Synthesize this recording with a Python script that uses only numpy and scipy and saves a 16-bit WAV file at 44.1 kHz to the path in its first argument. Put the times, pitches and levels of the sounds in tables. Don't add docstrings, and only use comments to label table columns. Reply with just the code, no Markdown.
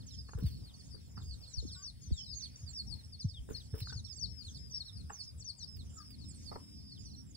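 import sys
import numpy as np
from scipy import signal
from scipy.fft import rfft, irfft, next_fast_len
from scipy.io import wavfile
from scipy.ndimage import uniform_filter1d, map_coordinates

SR = 44100
rng = np.random.default_rng(int(sys.argv[2]) if len(sys.argv) > 2 else 0)


def voltage_ratio(decibels):
    exponent = np.asarray(decibels, float) / 20
    return 10 ** exponent


def transcribe(u):
    v = np.clip(np.atleast_2d(u).T, -1, 1)
    q = np.round(v * 32767).astype(np.int16)
    wavfile.write(sys.argv[1], SR, q)


N = 324576

# (t/s, level/dB)
ENGINE_LEVEL = [(0, -80.5), (5.5, -77), (6.2, -60), (7.36, -60.5)]
# (f/Hz, density/dB per Hz)
ENGINE_COLOUR = [(120, -8), (200, 10.5), (300, 5.5), (400, -18), (750, -50), (1100, -71)]
# (t/s, level/dB)
WIND_LEVEL = [(0, -49.5), (1.54, -51.5), (2.33, -53.5), (3.77, -51), (7.36, -51.5)]
# (f/Hz, density/dB per Hz)
WIND_COLOUR = [(12, -108), (20, -41), (56, 1.5), (75, 5.5), (258, -11.5), (544, -35), (700, -45),
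               (910, -59), (1540, -120)]
# (f/Hz, density/dB per Hz)
HISS_COLOUR = [(290, -62), (500, -1), (1080, -11.5), (3020, -10.5), (3750, -4.5), (4340, -23.5),
               (5020, 3.5), (6420, -11.5), (9360, -6.5), (11300, -13.5), (11700, -16.5), (12250, -37),
               (13100, -14), (15100, -19.5), (16000, -9)]
# (t/s, level/dB, length/s)
RUBS = [(0.382, -58, 0.07), (0.433, -60, 0.036), (0.455, -58.5, 0.13), (1.23, -52, 0.014),
        (3.494, -55, 0.093), (3.75, -48.5, 0.04), (3.78, -47.5, 0.048), (5.767, -65, 0.04),
        (6.105, -57, 0.023)]
# (f/Hz, level/dB)
SKIN_COLOUR = [(1500, -7), (3000, 1.5), (6000, -10), (10000, -1.5), (12200, -5), (14500, 0), (16000, 4)]
# (t/s, level/dB)
TICKS = [(5.76, -60), (5.766, -53)]
# (f/Hz, level/dB)
TICK_COLOUR = [(12500, -30), (13500, 0), (16000, 0)]
# (t/s, envelope peak level/dB, start f/Hz, t60/s)
BUMPS = [(.349, -30.5, 130, 0.18), (0.425, -27.5, 152, 0.0079), (0.436, -25.5, 193, 0.13),
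         (1.175, -40, 157, 0.092), (1.275, -40.5, 102, 0.44), (2.072, -39, 110, 0.19),
         (2.625, -39, 185, 0.19), (3.243, -24.5, 228, 0.18), (3.384, -37, 121, 0.11),
         (3.727, -30, 167, 0.19), (3.814, -32.5, 123, 0.17), (3.955, -36, 132, 0.14)]
# (t/s, envelope peak level/dB, start f/Hz, t60/s)
SKEWED_BUMPS = [(1.572, -30.5, 114, 0.13), (1.632, -36.5, 141, 0.073), (1.647, -39, 387, 0.063),
                (2.106, -37, 377, 0.13), (2.114, -22, 150, 0.075)]
# (t/s, grit level/dB, knock level re grit/dB, t60/s)
SCUFFS = [(.287, -53, -4, 0.042), (0.333, -47, -5, 0.039), (0.375, -57, 12.5, 0.18),
          (0.943, -71.5, 17, 0.17), (1.171, -54, -19, 0.14), (1.626, -74.5, 24.5, 0.058),
          (2.107, -72, 27, 0.047), (3.488, -59.5, 16, 0.14), (3.507, -50, 16, 0.045),
          (3.738, -57, 13, 0.17), (3.872, -47.5, -27, 0.017), (3.923, -52, -6, 0.046),
          (5.097, -39.5, -19, 0.04), (5.108, -50, 5.5, 0.056)]
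# (t/s, grit level/dB, knock level re grit/dB, t60/s)
SOFT_SCUFFS = [(6.513, -47, 1.5, 0.089), (6.524, -41, -11, 0.022), (6.557, -41.5, -1.5, 0.041),
               (6.57, -63, 12, 0.038)]
# (f/Hz, level/dB)
GRIT_COLOUR = [(500, -8), (800, 9.5), (1200, 9), (1700, 6), (2150, -20), (2700, -6.5), (3300, -24),
               (6000, -89)]
# (f/Hz, level/dB)
KNOCK_COLOUR = [(200, 1.5), (330, -3.5), (440, 5.5), (560, -5.5), (800, -56.0)]
# (t/s, length/s, start f/Hz, end f/Hz, throat f/Hz, level before the stack/dB)
CLUCKS = [(1.753, 0.094, 365, 391, 1297, -62.5), (2.854, 0.11, 742, 939, 855, -66),
          (3.898, 0.012, 505, 513, 1560, -50), (3.918, 0.023, 526, 480, 1520, -56),
          (5.968, 0.064, 438, 391, 1320, -56)]
# (t/s, length/s, start f/Hz, end f/Hz, level/dB)
SLIDES = [(0, 0.041, 4870, 2860, -59), (.06, 0.044, 7140, 4960, -56), (0.101, 0.059, 4150, 2940, -64),
          (0.12, 0.038, 7450, 6400, -63), (0.24, 0.069, 4880, 4060, -59.5),
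          (0.401, 0.094, 5700, 4360, -62.5), (0.425, 0.079, 4300, 3140, -63.5),
          (0.451, 0.089, 4760, 3730, -65), (0.499, 0.071, 5100, 4250, -60.5),
          (.665, 0.059, 4590, 2860, -60.5), (0.735, 0.027, 4920, 4140, -52),
          (.785, 0.035, 5300, 4250, -55.5), (0.837, 0.048, 7140, 6370, -64), (.9, 0.064, 5230, 4640, -57.5),
          (0.968, 0.046, 4830, 3750, -67), (1.155, 0.04, 5620, 4200, -56),
          (1.203, 0.068, 7600, 6200, -63.5), (1.211, 0.024, 4200, 3030, -59),
          (1.281, 0.074, 5370, 3610, -49), (1.399, 0.076, 5640, 3180, -52.5),
          (1.426, 0.056, 5560, 4290, -61), (1.469, 0.071, 4300, 3770, -60), (1.474, 0.066, 8550, 7370, -62),
          (1.53, 0.081, 6300, 3580, -46.5), (1.667, 0.053, 4670, 3010, -55.5),
          (1.702, 0.064, 5400, 3400, -50.5), (1.717, 0.048, 9200, 7400, -58.5),
          (1.775, 0.051, 7450, 7200, -58.5), (1.818, 0.094, 6730, 3500, -47),
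          (2.009, 0.081, 6840, 5880, -57), (2.095, 0.046, 6000, 3800, -60),
          (2.131, 0.091, 3900, 2950, -53.5), (2.129, 0.089, 8240, 5970, -58),
          (2.241, 0.058, 4270, 3670, -55.5), (2.35, 0.077, 7290, 5480, -51),
          (2.407, 0.072, 5640, 3970, -46), (2.413, 0.065, 5130, 2800, -48), (2.556, .012, 6300, 5600, -46),
          (2.56, 0.093, 7340, 5970, -60.5), (2.659, 0.057, 5100, 4020, -50), (2.73, 0.096, 6020, 3880, -46),
          (2.866, 0.087, 5790, 3890, -51), (2.981, 0.042, 4340, 3570, -56),
          (3.118, 0.049, 5270, 3930, -47.5), (3.187, 0.036, 5870, 4400, -49.5),
          (3.214, 0.025, 4580, 3640, -48), (3.22, 0.045, 6830, 5440, -58),
          (3.276, 0.057, 5800, 3950, -55.5), (3.335, 0.063, 3800, 2950, -51.5),
          (3.557, 0.038, 5470, 4600, -49.5), (3.593, 0.035, 4350, 2980, -56),
          (3.812, 0.11, 5070, 3305, -50), (3.856, 0.052, 6650, 5860, -57),
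          (3.878, 0.037, 4720, 3840, -56.5), (3.924, 0.083, 5840, 3540, -45),
          (3.89, 0.029, 7370, 6700, -56), (4.041, 0.053, 4870, 2940, -55), (4.123, 0.076, 6970, 4130, -51),
          (4.188, 0.079, 6710, 3560, -44.5), (4.437, 0.066, 4820, 3100, -51),
          (4.49, 0.042, 7150, 5600, -62), (4.53, 0.062, 5400, 3200, -60), (4.541, 0.042, 5460, 4660, -48),
          (4.703, 0.042, 6360, 5240, -50), (4.796, 0.036, 4790, 3530, -44),
          (4.854, 0.053, 4590, 3410, -50.5), (4.954, 0.069, 5550, 3660, -55),
          (5.119, 0.11, 6850, 3960, -48.5), (5.197, 0.083, 5700, 5570, -61),
          (5.223, 0.038, 7140, 6000, -63), (5.374, 0.048, 8550, 4870, -54),
          (5.398, 0.026, 8160, 7200, -53.5), (5.414, 0.025, 5040, 3940, -50.5),
          (5.441, 0.077, 6670, 3860, -43.5), (5.599, 0.046, 4380, 3500, -50),
          (5.565, 0.04, 8970, 5600, -58.5), (5.604, 0.052, 6200, 4430, -50.5),
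          (5.787, 0.044, 4530, 3150, -60), (5.955, 0.027, 8370, 7050, -57), (5.973, 0.057, 5720, 4340, -55),
          (6.177, 0.08, 5410, 3530, -54.5), (6.282, 0.04, 8820, 6750, -54), (6.325, 0.035, 4830, 2930, -63),
          (6.337, 0.029, 4620, 3750, -59), (6.38, 0.061, 5840, 5450, -67.5),
          (6.338, 0.049, 9550, 7500, -60), (6.388, 0.064, 7020, 6200, -65.5),
          (6.446, 0.065, 5300, 4070, -52), (6.513, 0.052, 5140, 4360, -54), (6.732, 0.3, 5330, 4915, -64),
          (6.979, 0.11, 7500, 5270, -62.5), (7.045, 0.069, 5350, 3690, -53.5),
          (7.107, 0.053, 5140, 3840, -52.5), (7.342, 0.022, 5500, 4110, -51.5)]
# (t/s, length/s, start f/Hz, end f/Hz, level/dB)
HELD = [(.103, 0.12, 5310, 4550, -54.5), (.305, 0.055, 6730, 5730, -63), (.517, 0.067, 4420, 3620, -62),
        (.557, 0.11, 5200, 4230, -65), (1.054, 0.076, 7260, 6800, -68.5), (1.175, 0.18, 5020, 3970, -61.5),
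        (1.585, 0.12, 6810, 5700, -63), (1.61, 0.17, 5400, 5000, -56.5), (1.69, 0.17, 5195, 4230, -57.5),
        (1.94, 0.15, 4440, 4330, -73), (2, 0.056, 5500, 3600, -67), (2.118, 0.049, 7080, 6860, -63),
        (2.162, 0.092, 5500, 4460, -52.5), (2.255, 0.097, 5370, 3490, -53), (2.27, 0.15, 5110, 3040, -56.5),
        (2.508, 0.1, 4580, 4510, -65), (2.331, 0.1, 6580, 5710, -54.5), (2.687, 0.034, 7800, 6670, -50.5),
        (3.48, 0.074, 7350, 4330, -62.5), (3.541, 0.034, 4497, 3650, -44), (3.03, 0.11, 5425, 4930, -64.5),
        (3.665, 0.26, 5150, 4600, -65.5), (3.7, 0.22, 5370, 4870, -62), (3.804, 0.034, 4450, 3520, -51.5),
        (3.849, 0.089, 4860, 4060, -52), (3.922, 0.091, 6680, 5770, -58.5),
        (4.04, 0.098, 5610, 4080, -55.5), (4.155, 0.026, 7900, 7220, -53), (4.26, 0.18, 5465, 3530, -57.5),
        (4.42, 0.089, 6930, 5600, -67), (4.58, 0.2, 5140, 3920, -58.5), (4.735, 0.054, 5630, 4620, -43),
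        (4.845, 0.14, 5465, 3810, -56), (5.093, 0.04, 7900, 6940, -55), (5.197, .12, 5290, 4410, -54),
        (5.485, 0.13, 5000, 4600, -61), (5.66, 0.12, 5330, 4540, -55.5), (5.895, 0.1, 7300, 6260, -65),
        (6.02, 0.071, 5430, 5160, -58), (6.04, 0.12, 5150, 3640, -59.5), (6.24, 0.077, 5360, 4740, -59.5),
        (6.597, 0.39, 5245, 2784, -58), (6.91, 0.16, 5330, 5200, -62), (7.155, 0.084, 5650, 5150, -61),
        (7.26, 0.063, 7600, 6000, -65)]
# (f/Hz, gain/dB)
THROAT = [(3000, -4), (3800, 0), (4450, 6.5), (5100, 1.5), (6100, 1), (7500, -6), (9500, -7), (12000, -33)]
# (f/Hz, level re the whistle/dB)
OCTAVE = [(6500, -40), (8000, -17), (9500, -15), (11500, -40)]
# (f/Hz, t60/s)
YARD_DECAY = [(500, 0.24), (12000, 0.16)]
# (f/Hz, left lead/rad)
PORT_LEAD = [(40, .4), (110, -.9), (300, -2.7), (430, -4.9), (600, -3.4), (1100, -1.8), (1600, -.5),
             (2200, -1.2), (3750, -1.5), (4100, -4.7), (5000, -4.3), (6000, -3.2), (8000, -.8),
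             (11000, 2.2), (15000, 6.1)]
# (f/Hz, left minus right level/dB)
PORT_TILT = [(200, 1), (3800, -1), (12000, 0)]

HISS_DB, HISS_SWELL_DB, HISS_PATCHY_DB = -67.5, 1.4, 3.3
BUMP_LEAD_RAD, SKEWED_LEAD_RAD = 1.2, 4.44
SOFTNESS = 0.74
SLIDE_SAG, HELD_SAG = .95, .22
DROOP_S, DROOP_SHARE = .009, .065
FADE_S = .01
SCOOP_HZ, SCOOP_S = 500, .006
LINGER_HZ, LINGER_WIDTH_HZ, LINGER_PULL = 4400, 500, .6
STEP_HZ, STEP_WIDTH_HZ, STEP_PULL = 5650, 450, .5
ANSWER_S = .08
OPPOSITE = np.array([[1], [-1]])


def unit(x):
    return x / np.sqrt(np.mean(x ** 2) + 1e-20)


def along(points, hz):
    f, v = np.transpose(points)
    return np.interp(np.log(hz + 1), np.log(f + 1), v)


def wobble(rate, count=N):
    knots = rng.standard_normal(int(count * rate / SR) + 4)
    return map_coordinates(knots, [np.arange(count) * rate / SR])


def filtered(x, response):
    m = next_fast_len(N + 8192)
    return irfft(rfft(x, m) * response(np.fft.rfftfreq(m, 1 / SR)), m)[..., :N]


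def pair(colour, shared):
    shared = np.clip(shared, 0, 1)
    noise = rng.standard_normal((3, N))
    both = np.sqrt(shared) * noise[0] + np.sqrt(1 - shared) * noise[1:]
    return unit(filtered(both, lambda hz: voltage_ratio(along(colour, hz))))


def patchy(x, depth_db):
    z = signal.stft(x, nperseg=512)[2]
    field = rng.standard_normal(z.shape[1:])
    field = uniform_filter1d(field, size=8, axis=0)
    field = uniform_filter1d(field, size=12, axis=1)
    return signal.istft(z * voltage_ratio(depth_db * unit(field)), nperseg=512)[1][:, :N]


def add(track, s, sound):
    at = max(round(s * SR), 0)
    track[..., at:at + sound.shape[-1]] += sound[..., :max(N - at, 0)]


def drone():
    s, db = np.transpose(ENGINE_LEVEL)
    level_db = np.interp(np.arange(N) / SR, s, db) + 0.56 * wobble(5.5)
    return voltage_ratio(level_db) * pair(ENGINE_COLOUR, 0.15)


def wind():
    s, db = np.transpose(WIND_LEVEL)
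    level_db = np.interp(np.arange(N) / SR, s, db) + 3.4 * wobble(9)
    return voltage_ratio(level_db) * patchy(pair(WIND_COLOUR, 0.72), depth_db=1.5)


def insects_and_leaves():
    level_db = HISS_DB + HISS_SWELL_DB * wobble(3.66)
    return voltage_ratio(level_db) * patchy(pair(HISS_COLOUR, 0.28), depth_db=HISS_PATCHY_DB)


def rubs():
    stroke = np.zeros(N)
    for s, db, length in RUBS:
        u = np.arange(round(4 * length * SR)) / SR / length
        add(stroke, s, voltage_ratio(db) * np.minimum(u * 16, 1) * np.exp(-2.2 * u))
    grain = voltage_ratio(5.5 * wobble(220))
    return stroke * grain * pair(SKIN_COLOUR, 0.9)


def ticks():
    shape, t = np.zeros(N), np.arange(SR // 50) / SR
    for s, db in TICKS:
        add(shape, s, voltage_ratio(db - 60 * t / .02))
    return shape * pair(TICK_COLOUR, .8)


def bumps():
    out, t = np.zeros((2, N)), np.arange(SR // 6) / SR
    for table, lead in (BUMPS, BUMP_LEAD_RAD), (SKEWED_BUMPS, SKEWED_LEAD_RAD):
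        for s, db, start_hz, t60 in table:
            hz = 62 + (start_hz - 62) * np.exp(-t / 0.01424) + 12 * wobble(49, count=len(t))
            attack = (1 - np.exp(-t / 0.0034)) ** 3
            shape = attack * voltage_ratio(-60 * t / t60 + 3.4 * wobble(68, count=len(t)))
            turn = 2 * np.pi * np.cumsum(hz) / SR
            add(out, s, voltage_ratio(db) * shape / shape.max() * np.sin(turn + lead / 2 * OPPOSITE))
    return out


def scuffs():
    out, t = np.zeros((2, N)), np.arange(SR // 5) / SR
    for table, shift in (SCUFFS, 1), (SOFT_SCUFFS, SOFTNESS):
        grit, knock = np.zeros(N), np.zeros(N)
        for s, db, knock_db, t60 in table:
            clumps_db = 4.5 * wobble(250, count=len(t))
            shape = (1 - np.exp(-t / .0015)) * voltage_ratio(-60 * t / t60 + clumps_db)
            add(grit, s, voltage_ratio(db) * shape)
            add(knock, s, voltage_ratio(db + knock_db) * shape)
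        out += grit * pair(np.multiply(GRIT_COLOUR, [shift, 1]), 0.58)
        out += knock * pair(KNOCK_COLOUR, 0.59)
    return out


def hen():
    out = np.zeros(N)
    for s, length, start_hz, end_hz, throat_hz, db in CLUCKS:
        u = np.linspace(0, 1, round(length * SR))
        hz = start_hz + (end_hz - start_hz) * u
        turn = 2 * np.pi * np.cumsum(hz) / SR
        stack = sum(np.sin(k * turn) / (1 + ((k * hz - throat_hz) / 200) ** 4) for k in range(1, 8))
        hoarse = voltage_ratio(db + 3.5 * wobble(160, count=len(u)))
        add(out, s, hoarse * np.sin(np.pi * u) ** 0.2 * stack)
    return out


def peep(length, start_hz, end_hz, db, sag):
    n = round(length * SR)
    u = np.linspace(0, 1, n)
    pace = length / (DROOP_S + DROOP_SHARE * length)
    droop = np.expm1(u * pace) / np.expm1(pace)
    fall = sag * u + (1 - sag) * droop
    scoop = (1 - sag) * SCOOP_HZ * np.exp(-u * length / SCOOP_S)
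    hz = start_hz - (start_hz - end_hz) * fall - scoop
    resonances = (LINGER_HZ, LINGER_WIDTH_HZ, LINGER_PULL), (STEP_HZ, STEP_WIDTH_HZ, STEP_PULL)
    for centre_hz, width_hz, pull in resonances:
        hz = hz - sag * pull * (hz - centre_hz) * np.exp(-((hz - centre_hz) / width_hz) ** 2)
    turn = 2 * np.pi * np.cumsum(hz * (1 + 0.005 * wobble(60, count=n))) / SR
    edges = np.clip(np.minimum(u, 1 - u) * length / FADE_S, 0, 1)
    level_db = db - along(THROAT, hz[n // 2])
    swell = edges * voltage_ratio(level_db + 3 * wobble(45, count=n) + 2 * wobble(250, count=n))
    octave_db = along(OCTAVE, 2 * hz) - 12 * (1 - sag) + 4 * rng.normal()
    return swell * (voltage_ratio(along(THROAT, hz)) * np.sin(turn) + voltage_ratio(octave_db) * np.sin(2 * turn))


def chicks():
    out = np.zeros((2, N))
    for table, sag in (SLIDES, SLIDE_SAG), (HELD, HELD_SAG):
        for s, length, start_hz, end_hz, db in table:
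            spot = voltage_ratio(3.5 * rng.normal() * OPPOSITE)
            add(out, s, peep(length, start_hz, end_hz, db, sag) * spot)
    cues = np.transpose(SLIDES)[0]
    for which, lag, length, top, fall, loud, side in rng.random((400, 7)):
        start_hz = 4800 + 3800 * top ** 3
        end_hz = start_hz - 400 - 1000 * fall
        call = peep(.02 + .045 * length, start_hz, end_hz, -78 + 10 * loud, SLIDE_SAG)
        spot = voltage_ratio(6.0 * (side - 1) * OPPOSITE)
        add(out, cues[int(which * len(cues))] + ANSWER_S * lag, call * spot)
    return out


def ground_bounce(x):
    return np.array([np.roll(x[0], 130), np.roll(x[1], 190)])


def yard(x):
    out, step = np.zeros((2, N)), SR // 4
    for at in range(0, N, step):
        hz, t, z = signal.stft(rng.standard_normal((2, SR // 3)), SR, nperseg=256)
        decay = voltage_ratio(-60 * t / along(YARD_DECAY, hz)[:, None])
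        tail = signal.istft(z * decay, SR, nperseg=256)[1]
        tail = tail / np.linalg.norm(tail[0])
        add(out, at / SR + .006, signal.fftconvolve(x[:, at:at + step], tail, axes=1))
    return out


def scene():
    birds = chicks()
    outdoors = birds + voltage_ratio(-12.5) * ground_bounce(birds) + hen() + scuffs()
    reflected = voltage_ratio(-12.5) * yard(outdoors)
    handling = bumps() + rubs() + ticks()
    background = wind() + insects_and_leaves() + drone()
    return outdoors + reflected + handling + background


def band_limit(x):
    return signal.sosfilt(signal.butter(12, 16200, fs=SR, output="sos"), x)


def record(dry):
    side = OPPOSITE / 2

    def port_response(hz):
        return (hz < 15750) * voltage_ratio(side * along(PORT_TILT, hz)) * np.exp(1j * side * along(PORT_LEAD, hz))

    mix = filtered(dry, port_response)
    return band_limit(mix)


dry = scene()
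out = record(dry)
transcribe(out)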